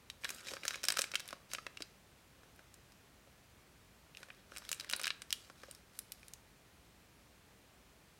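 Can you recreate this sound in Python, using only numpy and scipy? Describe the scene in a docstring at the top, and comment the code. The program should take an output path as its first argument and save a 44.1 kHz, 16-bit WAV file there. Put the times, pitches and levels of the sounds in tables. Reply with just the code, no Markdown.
"""A small, thin plastic piping bag crackles close by: its creases snap over, each a crack and a short shiver.
A little steel spatula slides in twice to wipe off a filling: the film rubs and hisses, made of tiny ticks
and smooth noise, small wrinkles give way, and dull knocks are softer flips.
The top is then twisted shut with a few last bright ticks.
Around it a quiet kitchen echoes, with steady coloured noise, a low rumble and faint wavering tones."""
import sys
import numpy as np
from scipy import signal
from scipy.fft import rfft, irfft, next_fast_len
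from scipy.io import wavfile
from scipy.ndimage import uniform_filter1d

SR = 44100
rng = np.random.default_rng(int(sys.argv[2]) if len(sys.argv) > 2 else 0)


def pcm_store(signal):
    """Save signal as 16-bit PCM."""
    levels = np.round(np.clip(np.atleast_2d(signal), -1, 1) * 32767)
    wavfile.write(sys.argv[1], SR, levels.astype(np.int16).T)


N = 361203


def amp(db):
    """Turn decibels into gain."""
    return 10 ** (np.asarray(db) / 20)


def unit(x):
    """Scale to an rms of 1."""
    return x / np.sqrt(np.mean(x ** 2) + 1e-20)


def along(points, hz):
    """Read a curve of (frequency, value) points on a log frequency axis."""
    f, v = np.transpose(points)
    return np.interp(np.log(hz + 1), np.log(f + 1), v)


def curves(rows):
    """Draw straight lines between timed rows: one value per sample for each column after the time."""
    s, *cols = np.transpose(rows)
    return [np.interp(np.arange(N) / SR, s, c) for c in cols]


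def filtered(x, response):
    """Shape the spectrum of x with a gain that depends on frequency."""
    padded = next_fast_len(N + 8192)
    gain = response(np.fft.rfftfreq(padded, 1 / SR))
    return irfft(rfft(x, padded) * gain, padded)[:N]


def coloured(x, spectrum):
    """Give x the colour of a (frequency, dB) curve, at an rms of 1."""
    return unit(filtered(x, lambda hz: amp(along(spectrum, hz))))


def add(out, s, sound):
    """Mix a sound into out at time s, cut off at the end of out."""
    room = out[round(s * SR):][:len(sound)]
    room += sound[:len(room)]


# colour of the steady room noise: (frequency [Hz], relative level per Hz [dB])
AIR_TONE = [(8, -26), (33, -23), (45, -1), (60, 0), (80, -2), (130, -3.5), (200, -4.5), (300, -8.5),
            (600, -11), (900, -13.5), (1500, -14.5), (2600, -16.5), (4000, -20), (8000, -23.5),
            (15800, -28.5)]
# low rumble that stirs while the hands are busy: (time [s], level [dB])
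STIR = [(0, -76), (1.5, -78), (4, -76), (5.8, -84), (8.2, -80)]
# colour of that rumble: (frequency [Hz], relative level per Hz [dB])
STIR_TONE = [(10, -40), (33, 0), (48, -8.5), (90, 0.5), (170, -8), (300, -14.5), (600, -20.5), (2000, -44)]
# steady hum of kitchen appliances: (frequency [Hz], level before the common trim [dB])
HUM = [(48.5, -83), (59.5, -81), (120.5, -83)]
# faint whines, higher up: (frequency [Hz], level before the common trim [dB])
WHINE = [(2401, -88), (2498, -91), (4199, -88.5)]


def background(air_db=-64.28, tone_trim_db=-1.0, waver_hz=0.52):
    """Room noise and handling rumble are coloured noise; appliances are sines whose pitch wavers slightly."""
    t = np.arange(N) / SR
    out = amp(air_db) * coloured(rng.standard_normal(N), AIR_TONE)
    out += amp(curves(STIR)[0]) * coloured(rng.standard_normal(N), STIR_TONE)
    for hz, db in HUM + WHINE:
        waver = unit(uniform_filter1d(rng.standard_normal(N), size=4000))
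        cycles = hz * t + waver_hz * np.cumsum(waver) / SR
        out += amp(db + tone_trim_db) * np.sqrt(2) * np.sin(2 * np.pi * cycles)
    return out


# how long the kitchen's tail takes to fall by 60 dB: (frequency [Hz], decay time [s])
KITCHEN_T60 = [(200, 0.29), (1500, 0.47), (4000, 0.34), (8000, 0.34), (15000, 0.22)]


def kitchen(x, early_db=-16.0, tail_db=-17.0, early_t60=0.05, count=6):
    """The steel counter answers within milliseconds, tiles and cupboards with a short tail."""
    out = np.zeros(N)
    t = np.arange(SR // 2) / SR
    # the hands move, so the echoes change every sixteenth of a second,
    # taking turns among a few random patterns
    place = (np.arange(N) // (SR // 16)) % count
    for k in range(count):
        hz, age, z = signal.stft(rng.standard_normal(len(t)), SR, nperseg=256)
        fade = amp(-60 * age / along(KITCHEN_T60, hz)[:, None])
        tail = signal.istft(z * fade, SR, nperseg=256)[1][:len(t)] * (t > .008)
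        # cubing the noise leaves a few strong, separate echoes
        early = rng.standard_normal(len(t)) ** 3 * amp(-60 * t / early_t60) * (t > .004)
        echoes = amp(tail_db) * tail / np.linalg.norm(tail)
        echoes += amp(early_db) * early / np.linalg.norm(early)
        out += signal.fftconvolve(x * (place == k), echoes)[:N]
    return out


# resonances of the bag and the hand cupped round it: (centre [Hz], width [Hz], boost [dB])
CUP = [(552, 79, 6.5), (1286, 500, 4), (1630, 390, 5), (2410, 670, 5.5), (2910, 140, 2), (3130, 50, 3),
       (3900, 150, 5.5), (4780, 99, 3), (5380, 180, 4), (6480, 91, 0)]


def cup(hz):
    """The hollow of bag and hand boosts some pitches: the gain in dB at each frequency."""
    return sum(db / (1 + (2 * (hz - centre) / width) ** 2) for centre, width, db in CUP)


def causal(gain):
    """Turn a gain curve into a response that rings only after the blow (minimum phase)."""
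    c = irfft(np.log(np.maximum(gain, 1e-6)))
    c[1:len(c) // 2] *= 2
    c[len(c) // 2 + 1:] = 0
    return np.exp(rfft(c))


# where the colour of a flip is set, from thud, body, middle, sheen and edge to the very top: frequency [Hz]
TONE_HZ = [500, 1400, 2900, 5600, 10500, 16000]
# broad colour that all flips share: (frequency [Hz], gain [dB])
PRESENCE = [(60, -27), (200, -3.5), (430, 0.5), (700, -1.5), (850, -7.5), (1050, -4), (1900, -4.5),
            (3500, -1), (7000, 0), (8500, 3), (12000, -0.5), (15500, -5.5)]


def flip(db, facet_hz, weight_db, crisp_db, t60, crack=3.1, ring_db=9.0, ring_width_hz=90,
         ring_share=0.097, body_db=5.0, body_share=0.38, sheen_db=2.5, sheen_share=0.4, roll_off=0.32,
         size=4096):
    """One sharp crack; the film shivers for milliseconds, most at the pitch of the flipped facet."""
    t, hz = np.arange(size) / SR, np.fft.rfftfreq(size, 1 / SR)
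    shiver = rng.standard_normal(size) * amp(-60 * t / t60)
    shiver[0] = crack
    z = rfft(shiver)
    # dividing by this smoothed spectrum evens out the shiver before it is coloured
    broad = np.sqrt(np.abs(uniform_filter1d(np.abs(z) ** 2, size=61)))
    # weight sets everything below the middle, crispness everything above
    body = body_db + body_share * weight_db
    sheen = sheen_db + sheen_share * crisp_db
    top = crisp_db + roll_off * min(crisp_db, 0)  # a soft flip keeps falling towards the top
    colour = [weight_db, body, 0, sheen, crisp_db, top]
    tone = along(list(zip(TONE_HZ, colour)), hz) + along(PRESENCE, hz) + cup(hz)
    facet = 1 / (1 + ((hz - facet_hz) / (ring_width_hz + ring_share * facet_hz)) ** 2)
    snap = irfft(z * causal(amp(tone + ring_db * facet) / broad))
    span = .008 * SR  # the level counts all the energy as if spread over 8 ms
    return amp(db) * np.sqrt(span / size) * unit(snap)


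# the spatula knocks dully against the filled bag or the bowl: (time [s], level [dB], pitch [Hz])
KNOCKS = [(0.516, -48.5, 400), (1.3288, -42, 1230), (1.8049, -48, 260), (1.8097, -52.5, 270),
          (2.433, -61, 1400), (2.592, -56, 1610), (3.273, -62, 595), (4.2861, -58, 1700),
          (4.5194, -51.5, 1470), (4.6207, -57, 1250), (5.499, -52, 1380), (5.6342, -49, 1580),
          (5.6835, -55.5, 557)]
# all knocks are heavy and soft
KNOCK_T60_S, KNOCK_WEIGHT_DB, KNOCK_CRISP_DB = 0.02, 8.5, -14


def knocks():
    """The spatula bumps, cushioned by filling and fingers: heavy flips with little treble."""
    out = np.zeros(N)
    for s, db, hz in KNOCKS:
        knock = flip(db, hz, KNOCK_WEIGHT_DB, KNOCK_CRISP_DB, KNOCK_T60_S,
                     ring_db=11.0, ring_width_hz=30, ring_share=0.25, body_db=0.0)
        add(out, s, knock)
    return out


# a stroke of steel or fingers along the film:
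# (start [s], length [s], rub before its trim [dB], hiss before its trim [dB], scrape pitch [Hz])
STROKES = [(0.202, 0.19, -54, -52, 8400), (0.423, 0.093, -47.5, -47.5, 7040), (0.603, 0.14, -47, -51, 6300),
           (0.816, 0.22, -50.5, -56, 5600), (1.127, 0.19, -58, -62.5, 5000),
           (1.484, 0.031, -52.5, -48.5, 5800), (1.597, 0.37, -71, -76, 6000), (2.4, 0.67, -77, -79, 7200),
           (4.148, 0.063, -60, -60, 9600), (4.26, 0.14, -67.5, -86, 7600), (4.484, 0.11, -59, -58.5, 8600),
           (4.602, 0.059, -54.5, -57, 5900), (4.733, 0.19, -57.5, -70, 5500), (4.88, 0.2, -51, -63, 4900),
           (5.266, 0.19, -67, -62.5, 8200), (5.54, 0.2, -64.5, -64.5, 6300),
           (5.922, 0.048, -74, -57.5, 11000), (6.05, 0.26, -74, -69, 10500)]
STROKE_ATTACK_S, STROKE_RELEASE_T60_S = 0.057, 0.35  # a stroke takes hold, then the film relaxes


def strokes():
    """Pressure on the film as gains of the dull rub and the hiss: each stroke swells, holds and dies away."""
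    rub_power, hiss_power = np.zeros(N), np.zeros(N)
    for start, length, rub_db, hiss_db, _ in STROKES:
        t = np.arange(int((length + STROKE_RELEASE_T60_S) * SR)) / SR
        swell = np.minimum(t / STROKE_ATTACK_S, 1)
        release = amp(-60 * np.maximum(t - length, 0) / STROKE_RELEASE_T60_S)
        pressure = swell * release
        add(rub_power, start, (amp(rub_db) * pressure) ** 2)
        add(hiss_power, start, (amp(hiss_db) * pressure) ** 2)
    return np.sqrt(rub_power), np.sqrt(hiss_power)


def scraped(x, scrape_db=7.0, scrape_octaves=0.29, patchy_db=3.0):
    """The taut film favours one pitch, gliding from stroke to stroke; its colour shifts as the contact moves."""
    hz, t, z = signal.stft(x, SR, nperseg=512)
    start, length, _, _, stroke_hz = np.transpose(STROKES)
    pitch = np.interp(t, start + length / 2, stroke_hz)
    octaves_away = np.log2((hz[:, None] + 1) / pitch)
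    peak = scrape_db / (1 + (octaves_away / scrape_octaves) ** 2)
    # random patches, smoothed over frequency and then over time
    patches = uniform_filter1d(rng.standard_normal(z.shape), size=6, axis=0)
    patches = unit(uniform_filter1d(patches, size=6, axis=1))
    return unit(signal.istft(z * amp(peak + patchy_db * patches), SR, nperseg=512)[1][:N])


def slips(rate, spread_db, smooth, t60=0.0084, size=512, count=6):
    """Film sticks and slips: uneven ticks in a few random colours, on a bed of smooth friction noise."""
    out = np.zeros(N)
    for k in range(count):
        sizes = amp(spread_db * (2 * rng.random(N) - 1))
        ticks = (rng.random(N) < rate / count / SR) * sizes
        shiver = rng.standard_normal(size) * amp(-60 * np.arange(size) / SR / t60)
        out += signal.oaconvolve(ticks, shiver - shiver.mean())[:N]
    return unit(out) + smooth * rng.standard_normal(N)


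# dull part of the sliding film: (frequency [Hz], relative level per Hz [dB])
RUB_TONE = [(40, -28), (230, 4), (600, 5), (850, 1.5), (1500, 5), (2200, 3), (3800, 6.5), (6000, -23.5),
            (16000, -48)]
# bright part of the sliding film: (frequency [Hz], relative level per Hz [dB])
HISS_TONE = [(1000, -52), (3000, -23), (4200, 2.5), (6000, 0), (8500, -4), (11500, -5), (16000, -15)]


def rubbing(rub, hiss, rub_trim_db=-9.5, hiss_trim_db=-7.0):
    """The blade drags along the film while fingertips shift on its outside: dull and bright slips."""
    dull = scraped(coloured(slips(rate=500, spread_db=8, smooth=0.7), RUB_TONE))  # rate in ticks per s
    bright = scraped(coloured(slips(rate=800, spread_db=9, smooth=0.7), HISS_TONE))
    both = amp(rub_trim_db) * rub * dull + amp(hiss_trim_db) * hiss * bright
    return filtered(both, lambda hz: amp(cup(hz)))


# small wrinkles that give way during a stroke: how often, level against the rub and its random spread
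WRINKLES_PER_S, WRINKLE_DB, WRINKLE_SPREAD_DB = 70, -5, 6.0
# their middle pitch and its random spread, then their colour and decay
WRINKLE_HZ, WRINKLE_OCTAVES = 4180, 0.86
WRINKLE_WEIGHT_DB, WRINKLE_CRISP_DB, WRINKLE_T60_S = -8, -9, 0.01


def wrinkles(rub, count=14):
    """Small wrinkles of a few random pitches flip at random, louder the harder the stroke rubs."""
    out = np.zeros(N)
    flips_each = int(WRINKLES_PER_S * N / SR / count)
    for pitch in rng.standard_normal(count):
        tick = flip(WRINKLE_DB, WRINKLE_HZ * 2 ** (WRINKLE_OCTAVES * pitch), WRINKLE_WEIGHT_DB,
                    WRINKLE_CRISP_DB, WRINKLE_T60_S, size=2048)
        # "when" is a share of the whole length
        for when, strength in rng.random(size=(256, 2))[:flips_each]:
            uneven = amp(WRINKLE_SPREAD_DB * (2 * strength - 1.5))  # from -9 to +3 dB
            add(out, when * N / SR, rub[int(when * N)] * uneven * tick)
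    return out


# a larger crease snaps over; weight is how much it shakes the whole bag:
# (time [s], level [dB], pitch of its facet [Hz], weight [dB], crispness [dB])
SNAPS = [(0.1002, -43.5, 3600, -21, -12), (0.237, -47, 2450, -4, -30), (0.245, -37.5, 3650, -7, -10.5),
         (0.2515, -37.5, 1810, -10, -23), (0.2916, -41, 2400, -11, -5), (0.3043, -41, 6480, 4, 2),
         (0.347, -53, 7880, -10, 9), (0.485, -44, 2390, -39, -15), (0.5366, -42, 5050, 7, -8),
         (0.5674, -45.5, 1720, 0, -34), (0.6342, -45.5, 2350, -17, -27), (0.6527, -39, 1700, 1, -4.5),
         (0.6802, -31.5, 6310, -22, -7.5), (0.7081, -42, 1770, -7, -15), (0.7432, -41.5, 2280, -15, -21),
         (0.757, -44.5, 6500, -3, -10), (0.8329, -45, 6420, -21, -12), (0.8397, -35.5, 5560, -2, -3.5),
         (0.8521, -39, 8200, -18, -7), (0.8851, -27, 5070, -11, -4.5), (0.9033, -31.5, 4800, -8, -9),
         (0.9222, -35.5, 8700, -7, -5), (0.941, -46, 4690, -3, -14), (0.9665, -45, 4780, -7, -18),
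         (0.9707, -33.5, 1340, -9, -8), (0.9866, -37.5, 3900, -11, -4), (0.9913, -29.5, 5930, 1, -6),
         (1.0114, -41, 8910, -13, -4), (1.018, -32.1, 7840, -43, -9), (1.0408, -39, 2410, -5, -12),
         (1.1166, -45.5, 5730, -11, -10), (1.138, -41.5, 2430, -2, -27), (1.1448, -43, 2350, -2, -5),
         (1.155, -30, 2980, -21.5, -13.5), (1.1969, -45.5, 5730, -16, -9), (1.2027, -45.5, 3900, -4, -3),
         (1.278, -49.5, 10800, -8, 0), (1.2884, -48, 3500, -17, -8), (1.3075, -49.5, 5200, 1, -7),
         (1.516, -51.5, 2240, -17, -13), (1.5348, -38, 6550, -2.5, -3), (1.549, -39.5, 2670, -9, -15),
         (1.584, -43.5, 1330, -4, -34), (1.6664, -41, 2300, 0, -19.5), (1.7718, -46, 2750, -20, -16.5),
         (1.822, -41, 4600, -28, -12), (2.5614, -67, 11410, -8, 2), (2.7417, -57, 7160, -17, 1),
         (2.921, -63.5, 5200, -7, -4), (4.149, -54.4, 2840, -35, -28), (4.1713, -49.5, 2720, -33, -12),
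         (4.2307, -49, 1370, -6, -17), (4.303, -49, 2270, -10, -51), (4.5635, -48, 2420, -8, -10),
         (4.5715, -46, 8200, -10, -9), (4.5827, -47, 5380, 0, 6), (4.6914, -42, 4050, -12, -1.5),
         (4.716, -35.5, 7160, -6, -0.5), (4.7288, -36.5, 2770, -19, -2.5), (4.7459, -51.5, 8100, -4, 6),
         (4.7986, -41.5, 5000, -22, -9), (4.8086, -45, 4070, -14, -7), (4.846, -50, 1940, -4, -10),
         (4.893, -49, 5300, -26, -20), (4.898, -39.5, 2940, -15, -2.5), (4.9119, -42, 2880, -16, -4),
         (4.927, -42, 9470, -7, 0), (4.9348, -31, 4200, -7.5, -19), (4.9635, -42, 9700, 3, 15),
         (4.996, -45, 2350, 1, -5), (4.9994, -45.5, 1280, -6, -7), (5.0149, -43.4, 8980, -20, -5),
         (5.0344, -43.6, 3800, -17, 2), (5.0397, -41, 5200, -18, -20), (5.0441, -36, 5080, -20, -26),
         (5.056, -38.5, 3900, -14, -10), (5.0694, -35.5, 1680, -11, -8.5), (5.0782, -35, 2750, -22, -15),
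         (5.1047, -34, 4200, -20.5, -33), (5.2198, -45.5, 8900, -16, -11.5), (5.3057, -42, 5200, -28, -9),
         (5.327, -30, 3200, -36, -5), (5.7119, -49, 9020, -25, 3), (5.7495, -55.5, 5320, -22, 4),
         (5.99, -40, 10900, -15, 4), (6.1206, -43.8, 12500, -49, -3.5), (6.231, -57, 2400, -5, -22),
         (6.2826, -53.5, 9700, -29, -1), (6.3364, -47.5, 6600, -39, 3)]
EMPTY_T60_S, FILLED_T60_S = 0.015, 0.0115  # the filling damps the film's shiver
FILLED_AT_S = 5.5  # the last of the filling is in the bag
T60_DOUBLES_PER_DB, MIDDLING_SNAP_DB = 0.0151, -42  # a harder snap shivers longer


def snaps():
    """The larger creases flip one by one, more drily as the bag fills."""
    out = np.zeros(N)
    for s, db, facet_hz, weight_db, crisp_db in SNAPS:
        t60 = np.interp(s, [0, FILLED_AT_S], [EMPTY_T60_S, FILLED_T60_S])
        t60 *= 2 ** (T60_DOUBLES_PER_DB * (db - MIDDLING_SNAP_DB))
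        add(out, s, flip(db, facet_hz, weight_db, crisp_db, t60))
    return out


def scene():
    """The bag close by, the kitchen around it."""
    rub, hiss = strokes()
    bag = snaps() + knocks() + wrinkles(np.hypot(rub, hiss)) + rubbing(rub, hiss)
    return (bag + kitchen(bag) + background())[None]


TOP_HZ = 15950  # upper band limit


def record(dry):
    """Cut the sound off steeply above the band limit."""
    return np.array([filtered(x, lambda hz: 1 / np.sqrt(1 + (hz / TOP_HZ) ** 200)) for x in dry])


dry = scene()
out = record(dry)
pcm_store(out)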